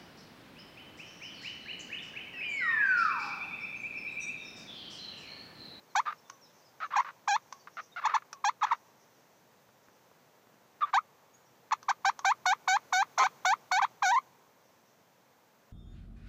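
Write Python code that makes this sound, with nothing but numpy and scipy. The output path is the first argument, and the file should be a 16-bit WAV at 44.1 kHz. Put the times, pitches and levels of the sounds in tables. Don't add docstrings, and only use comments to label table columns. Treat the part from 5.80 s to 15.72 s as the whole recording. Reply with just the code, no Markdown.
import sys
import numpy as np
from scipy import signal
from scipy.fft import rfft, irfft, next_fast_len
from scipy.io import wavfile
from scipy.ndimage import map_coordinates

SR = 44100
rng = np.random.default_rng(int(sys.argv[2]) if len(sys.argv) > 2 else 0)


def dump_mix(stems):
    frames = np.atleast_2d(stems).T
    limited = np.clip(frames, -1, 1)
    pcm = np.round(limited * 32767).astype(np.int16)
    wavfile.write(sys.argv[1], SR, pcm)


N = 437472
BAND_LIMIT_HZ = 15400


# start t/s, end t/s, flapping f/Hz
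FLUTTER_SPAN = (7.395, 7.439, 240)
def yelps(slack_hz=740, cavity_hz=1070, cavity_db=2.5, jitter=.0048, waver=.007, flutter_rise_hz=330):
    pitch, strength, rasp_db = gestures()
    t = np.arange(N) / SR
    start, end, flap_hz = FLUTTER_SPAN
    flutter = smooth(1.0 * ((t > start) & (t < end)), .0085)
    flap = np.sin(2 * np.pi * flap_hz * t + .9 * wobble(150))
    unrest = jitter * amp(2 * np.clip(rasp_db, -3, 2)) * (wobble(700) + wobble(130))
    unrest += waver * wobble(60) + .075 * flutter * wobble(900)
    pitch = pitch * (1 + unrest) + flutter * (flutter_rise_hz + 70 * flap)
    strength *= 1 + .98 * flutter * flap
    strength *= amp(cavity_db * np.exp(-((pitch - cavity_hz) / 140) ** 2))
    phase = 2 * np.pi * np.cumsum(pitch) / SR
    on = np.flatnonzero(strength > 1e-5)
    tension = np.log2(pitch[on] / slack_hz) * (1 - .57 * flutter[on])
    tone = np.zeros(N)
    tone[on] = harmonics(pitch[on], phase[on], tension, rasp_db[on])
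    return strength * tone + puffs(strength, phase, tension, on) + burr(flutter)


# start t/s, end t/s, slack f/Hz, tightening f/Hz, rebound f/Hz,
# relative level/dB, rasp/(dB per octave)
NOTES = [(0.153, 0.206, 693.5, 371.4, 46, -26, 1.7), (1.477, 1.568, 744.7, 155.3, 92.5, -26.5, 1.2),
         (2.247, 2.278, 783, 289.3, -1.5, -26, 1.5), (2.339, 2.371, 814, 233.6, 0, -25, 1),
         (2.642, 2.699, 787, 130.4, -0.5, -26.4, 1.7), (2.825, 2.854, 775, 116.7, 2, -25.5, -0.1),
         (2.913, 2.936, 846, 25.1, 2, -25, -2.5), (5.136, 5.192, 728, 575.6, 2.5, -24.5, -2.5),
         (5.918, 5.939, 654.5, 268.3, -1.5, -25, 3), (6.085, 6.118, 690, 390.8, -1.5, -26, 1.6),
         (6.248, 6.301, 645.3, 222, 100, -25, 0.5), (6.447, 6.525, 661, 428.2, 91, -25, 0.7),
         (6.657, 6.737, 700, 183.2, 29.5, -25, 0), (6.877, 6.972, 721, 144.1, 19, -25, 0.5),
         (7.126, 7.231, 718.3, 121.3, 14, -25.5, 0.5), (7.378, 7.471, 659.8, 147, 70.5, -26, 0.5),
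         (7.65, 7.741, 683, 290.2, 46, -25, -0.5), (7.914, 8.001, 686, 282.8, 61, -26, 0.5),
         (8.014, 8.053, 731, 219, 0.5, -25.5, -3.5)]
# t/s, f/Hz
WARBLE_CONTOURS = [
    [(1.157, 1230), (1.168, 797), (1.178, 806.5), (1.191, 1118), (1.201, 885.3), (1.21, 1136)],
    [(8.223, 1234), (8.232, 794), (8.245, 820), (8.265, 713.5), (8.308, 784), (8.326, 994), (8.344, 944),
     (8.351, 894), (8.369, 1074), (8.379, 995), (8.389, 1131)],
]
def gestures(warble_db=-25.5, warble_rasp_db=-.5, mellow_db_per_s=42.5):
    notes = []
    for start, end, slack_hz, tighten_hz, rebound_hz, db, rasp_db in NOTES:
        i, t = span(start, end)
        notes.append((i, t, note_pitch(t, slack_hz, tighten_hz, rebound_hz), db, rasp_db))
    for contour in WARBLE_CONTOURS:
        i, t = span(contour[0][0], contour[-1][0])
        notes.append((i, t, np.interp(i / SR, *np.transpose(contour)), warble_db, warble_rasp_db))
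    pitch, strength, rasp = np.zeros((3, N))
    for i, t, hz, db, rasp_db in notes:
        pitch[i], strength[i] = hz, amp(db)
        rasp[i] = rasp_db - mellow_db_per_s * (t - t.mean())
    sounding = np.flatnonzero(pitch)
    pitch = np.interp(np.arange(N), sounding, pitch[sounding])
    return smooth(pitch, .00178), smooth(strength, .00599), smooth(rasp, .0039)


def note_pitch(t, slack_hz, tighten_hz, rebound_hz, first_hz=1187, last_hz=1332, lift_s=.0038):
    length = t[-1]
    bounce = rebound_hz * np.exp(-((t - .021) / .013) ** 2)
    held = slack_hz + tighten_hz * (t / length) ** 2.12 + bounce
    drop_s = .0058 * (.046 / length) ** .46
    drop = (first_hz - held) * np.exp(-(t / drop_s) ** 2)
    lift = (last_hz - held) * np.exp((t - length) / lift_s)
    return held + drop + lift


# f/Hz, gain/dB
CAVITY_RESPONSE = [(300, -4.5), (740, 4), (1050, 3), (1480, 3.5), (1850, -9.5), (2300, -4), (2900, -22),
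                   (3300, -11.5), (3700, -10), (4050, -13.5), (4450, -9.5), (4830, -23.5), (5700, -11),
                   (6750, -12.5), (7600, -25), (8500, -57.5)]
# f/Hz, relative gain/dB
CAVITY_TREBLE = [(8000, -56.5), (9500, -65), (11300, -53.5), (12000, -45.5), (13500, -50), (14300, -51.5),
                 (15400, -55.5)]
def harmonics(pitch, phase, tension, rasp_db, mellow_db=24, pure_db=16, flicker_db=.69, drift_db=1.33):
    order = np.arange(1, 20)[:, None]
    hz = order * pitch
    octaves = np.clip(np.log2(hz / 2000), 0, 1.7)
    tilt_db = octaves * (rasp_db - mellow_db * tension) - pure_db * tension ** 2 * (order > 1)
    flicker = np.array([wobble(110, len(pitch)) for _ in order])
    drift = np.array([wobble(26, len(pitch)) for _ in order])
    shimmer_db = np.minimum(order - 1, 4) * flicker_db * flicker + (order > 2) * drift_db * drift
    treble = amp(along(CAVITY_TREBLE, hz) + 10 - 60 * np.maximum(tension, 0))
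    cavity = amp(along(CAVITY_RESPONSE, hz)) + treble
    gains = cavity * amp(tilt_db + shimmer_db) * (hz < BAND_LIMIT_HZ)
    lag = .4 * order ** 2
    return np.sum(gains * np.cos(order * phase - lag), 0) / np.sqrt(np.sum(gains ** 2, 0) / 2)


# f/Hz, relative level/dB
PUFF_SPECTRUM = [(100, -45), (400, -10), (900, 7), (2300, 5), (2900, -3), (4200, 5), (4900, 0), (6600, 7),
                 (7700, -3), (8800, -25), (12200, -11), (15000, -17)]
def puffs(strength, phase, tension, on, gain_db=-26.5):
    flow = np.zeros(N)
    flow[on] = (1 + np.cos(phase[on])) * amp(gain_db - 20 * tension)
    return filtered(strength * flow * rng.standard_normal(N), lambda f: amp(along(PUFF_SPECTRUM, f)))


# f/Hz, relative level/dB
BURR_SPECTRUM = [(60, -60), (200, -24), (320, -16), (440, 1), (600, -8), (1500, -30), (4000, -70)]
def burr(flutter, level_db=-46.5):
    return amp(level_db) * flutter * noise(BURR_SPECTRUM)


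# start t/s, end t/s, slap rate f/Hz, relative level/dB, unevenness (0-1)
SLAP_TRAINS = [(0.255, 0.33, 660, -38, .3), (1.003, 1.067, 680, -38, .12), (1.106, 1.232, 710, -39.5, .25),
               (1.247, 1.309, 600, -41.5, .25), (1.873, 1.885, 560, -43.5, 0.3),
               (1.97, 2.008, 684, -37.5, .1), (2.162, 2.2, 703, -35.5, .06),
               (2.213, 2.257, 600, -41.5, 0.3), (2.271, 2.39, 476, -37.5, .25),
               (2.422, 2.43, 620, -48.5, 0.3), (2.812, 2.956, 600, -40, .3), (5.008, 5.037, 600, -38.5, .1),
               (5.058, 5.106, 360, -46.5, .1), (5.13, 5.137, 620, -36, .1), (5.911, 5.927, 210, -38.5, 0.4)]
def purrs(sag=.2, fade_db=3.5):
    slaps = np.zeros(N)
    for start, end, rate, db, uneven in SLAP_TRAINS:
        i, t = span(start, end)
        spent = (t / t[-1]) ** 6
        slap_hz = rate * (1 - sag * spent) * np.exp(uneven * wobble(400, len(i)))
        cycles = np.floor(np.cumsum(slap_hz) / SR)
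        train = np.diff(cycles, prepend=-1) * amp(15 * uneven * wobble(210, len(i)))
        envelope = np.sin(np.pi * (t + .002) / (t[-1] + .0094)) ** .13
        slaps[i] += amp(db - fade_db * spent) * unit(train) * envelope
    return unit(filtered(slaps, cavity_modes)) * np.std(slaps) * amp(-1.1)


def cavity_modes(f):
    modes = (resonance(f, 1155, 370) - .042 * resonance(f, 2920, 470)
             + .045 * resonance(f, 3600, 530) - .097 * resonance(f, 6900, 1500))
    return modes * resonance(f, 1520, 1200) / np.sqrt(1 + (f / 4800) ** 8)


# start t/s, end t/s, f/Hz, level/dB
SQUEAK_NOTES = [(0.259, 0.306, 1248, -33.5), (1.019, 1.057, 1292, -37.5), (1.133, 1.15, 1180, -32),
                (2.238, 2.26, 1169, -31), (2.816, 2.837, 1246, -30), (2.908, 2.92, 1266, -33.5),
                (5.017, 5.052, 1212, -26.5)]
def squeaks(second_db=-28, third_db=-24, weak_db=-37, weak_waver=.073):
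    out = np.zeros(N)
    for start, end, hz, db in SQUEAK_NOTES:
        i, t = span(start, end)
        waver = weak_waver * np.exp((weak_db - db) / 11)
        phase = 2 * np.pi * np.cumsum(hz * (1 + waver * wobble(260, len(i)))) / SR
        tone = np.sin(phase) + amp(second_db) * np.sin(2 * phase) + amp(third_db) * np.sin(3 * phase)
        envelope = np.abs(np.sin(np.pi * t / t[-1])) ** .53 * amp(24 * waver * wobble(220, len(i)))
        out[i] += amp(db) * unit(tone * envelope)
    return out


# t/s, relative level/dB
WET_CLICKS = [(0.498, -31.5), (1.725, -30), (2.529, -26), (6.028, -36), (6.391, -27)]
# f/Hz, relative level/dB
SNAP_SPECTRUM = [(100, -55), (400, -29), (1100, 11), (1800, -6.5), (3000, -12.5), (4400, -10), (6200, 2),
                 (8000, -26.5), (13000, -32.5)]
def clicks(ring_hz=1100, ring_db=-19, ring_t60=.25, snap_t60=.018, low_cut_hz=500):
    out, snap = np.zeros(N), noise(SNAP_SPECTRUM)
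    for start, db in WET_CLICKS:
        i, t = span(start, start + .15)
        ring = np.sin(2 * np.pi * ring_hz * t + wobble(92, len(i))) * amp(ring_db - 60 * t / ring_t60)
        attack = 1 - np.exp(-(t / .001) ** 2)
        out[i] += amp(db) * (snap[i] * amp(-60 * t / snap_t60) + ring) * attack
    return filtered(out, lambda f: f ** 3 / (f ** 3 + low_cut_hz ** 3))


# start t/s, first f/Hz, last f/Hz, level/dB
BIRD_CHIRPS = [(.372, 5360, 5700, -71), (.52, 5700, 6060, -69), (0.606, 5950, 4950, -63.5),
               (.655, 4380, 3020, -79), (.84, 5500, 4700, -69), (1.032, 6700, 6000, -71.5),
               (1.79, 4840, 4440, -70), (2.114, 3800, 3630, -64.5), (5.534, 6600, 6776, -64.5),
               (5.645, 5500, 6070, -76)]
def songbirds(shortest_s=.025, glide_hz_per_s=25000):
    out = np.zeros(N)
    for start, first, last, db in BIRD_CHIRPS + faint_chirps(count=5):
        i, t = span(start, start + shortest_s + abs(last - first) / glide_hz_per_s)
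        pitch = np.linspace(first, last, len(i)) * (1 + .02 * wobble(300, len(i)))
        whistle = np.sin(2 * np.pi * np.cumsum(pitch) / SR)
        out[i] += amp(db) * unit(whistle * np.sin(np.pi * t / t[-1]))
    return out


def faint_chirps(count, song_s=(.058, 1), range_hz=(3570, 5100), max_fall_octaves=.22, level_db=-72.5):
    when, how_high, falls = rng.random((count, 3)).T
    starts = np.interp((np.arange(count) + when) / count, (0, 1), song_s)
    first = np.interp(how_high, (0, 1), range_hz)
    last = first * 2 ** (-max_fall_octaves * falls)
    return [(*chirp, level_db) for chirp in zip(starts, first, last)]


# start t/s, end t/s, relative level/dB
TWITTER_PHRASES = [(0, 1.4, -74), (1.596, 2.146, -71.5), (2.898, 3.437, -73), (3.986, 4.18, -78),
                   (8.98, 9.148, -78)]
def twitter(gain_db=-4, flicker_db=4.5, fade_s=.17):
    t = np.arange(N) / SR
    phrases = [amp(db) * np.exp(-np.abs(t - np.clip(t, start, end)) / fade_s)
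               for start, end, db in TWITTER_PHRASES]
    envelope = np.max(phrases, axis=0) * amp(gain_db + flicker_db * wobble(22))
    band = noise([(3000, -40.5), (4800, -6.5), (5700, 3.5), (6500, .5), (7600, -30.5), (9000, -53.5)])
    return envelope * band


# t/s, relative level/dB
DRY_TICKS = [(3.89, -46.5), (4.085, -42), (4.314, -44.5), (4.671, -51), (4.743, -50)]
def ticks(gain_db=-7, t60=.023):
    out, snap = np.zeros(N), noise([(100, -7), (500, 8.5), (1200, 4.5), (3000, -21.5), (8000, -34)])
    for start, db in DRY_TICKS:
        i, t = span(start, start + .05)
        out[i] += amp(gain_db + db - 60 * t / t60) * snap[i]
    return out


# f/Hz, relative level/dB
TREE_LINE_SPECTRUM = [(600, -6), (1100, 1), (1500, -7), (2300, -3), (2900, -9), (4200, -2), (6000, 6),
                      (8000, 0), (12000, -8)]
def reflections(calls, near_db=-17, far_db=-42):
    near_spectrum = [(500, -9), (1200, 1.5), (3000, 12), (7000, 6.5), (14000, -15.5)]
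    near = echo(calls, near_spectrum, t60=.063, build_s=.0064)
    far = echo(calls, TREE_LINE_SPECTRUM, t60=.9, build_s=.16)
    return amp(near_db) * near + amp(far_db) * far


def echo(x, spectrum, t60, build_s):
    t = np.arange(2 * SR) / SR
    tail = noise(spectrum)[:len(t)] * amp(-60 * t / t60) * (1 - np.exp(-(t / build_s) ** 2))
    return signal.fftconvolve(x, tail / np.linalg.norm(tail))[:N]


# f/Hz, relative spectral level/dB
AIR_SPECTRUM = [(18, -18), (45, -31), (126, -3), (218, -4.5), (331, -7), (502, -3), (782, -6), (868, -4),
                (1280, -10), (1580, -11), (3040, -18), (5120, -20.5), (6300, -18), (9570, -31),
                (15300, -20)]
# t/s, level/dB
BREEZE_LEVELS = [(0, -62), (3.4, -63.5), (5.8, -63.5), (7.5, -58.5), (8.8, -64.5), (9.92, -65)]
def meadow():
    db = np.interp(np.arange(N) / SR, *np.transpose(BREEZE_LEVELS))
    return noise(AIR_SPECTRUM) * amp(db + .2 * wobble(4.7))


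def amp(db):
    return 10 ** (np.asarray(db) / 20)


def unit(x):
    return x / np.sqrt(np.mean(x ** 2) + 1e-20)


def along(points, hz):
    f, values = np.transpose(points)
    return np.interp(np.log(hz + 1), np.log(f), values)


def wobble(rate, size=N):
    knots = rng.standard_normal(int(size * rate / SR) + 4)
    return map_coordinates(knots, [np.arange(size) * rate / SR])


def filtered(x, response):
    size = next_fast_len(len(x) + SR // 2)
    return irfft(rfft(x, size) * response(np.fft.rfftfreq(size, 1 / SR)), size)[:len(x)]


def noise(spectrum):
    return unit(filtered(rng.standard_normal(N), lambda hz: amp(along(spectrum, hz))))


def resonance(f, centre_hz, width_hz):
    return 1j * f * width_hz / (centre_hz ** 2 - f ** 2 + 1j * f * width_hz)


def smooth(x, seconds):
    return filtered(x, lambda hz: np.exp(-(hz * seconds) ** 2))


def span(start, end):
    i = np.arange(round(start * SR), max(round(end * SR), round(start * SR) + 2))
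    return i, (i - i[0]) / SR


def scene():
    calls = yelps() + purrs() + squeaks() + clicks()
    birds = songbirds() + twitter()
    call_echoes = reflections(calls)
    bird_echoes = .5 * echo(birds, [(3000, 0), (8000, 0)], t60=.35, build_s=.015)
    return (calls + call_echoes + birds + bird_echoes + ticks() + meadow())[None]


def record(dry, rumble_hz=62):
    def passband(hz):
        return (hz < BAND_LIMIT_HZ) * hz ** 2 / np.sqrt(hz ** 4 + rumble_hz ** 4)
    return filtered(dry[0], passband)[None]


dry = scene()
out = record(dry)
dump_mix(out)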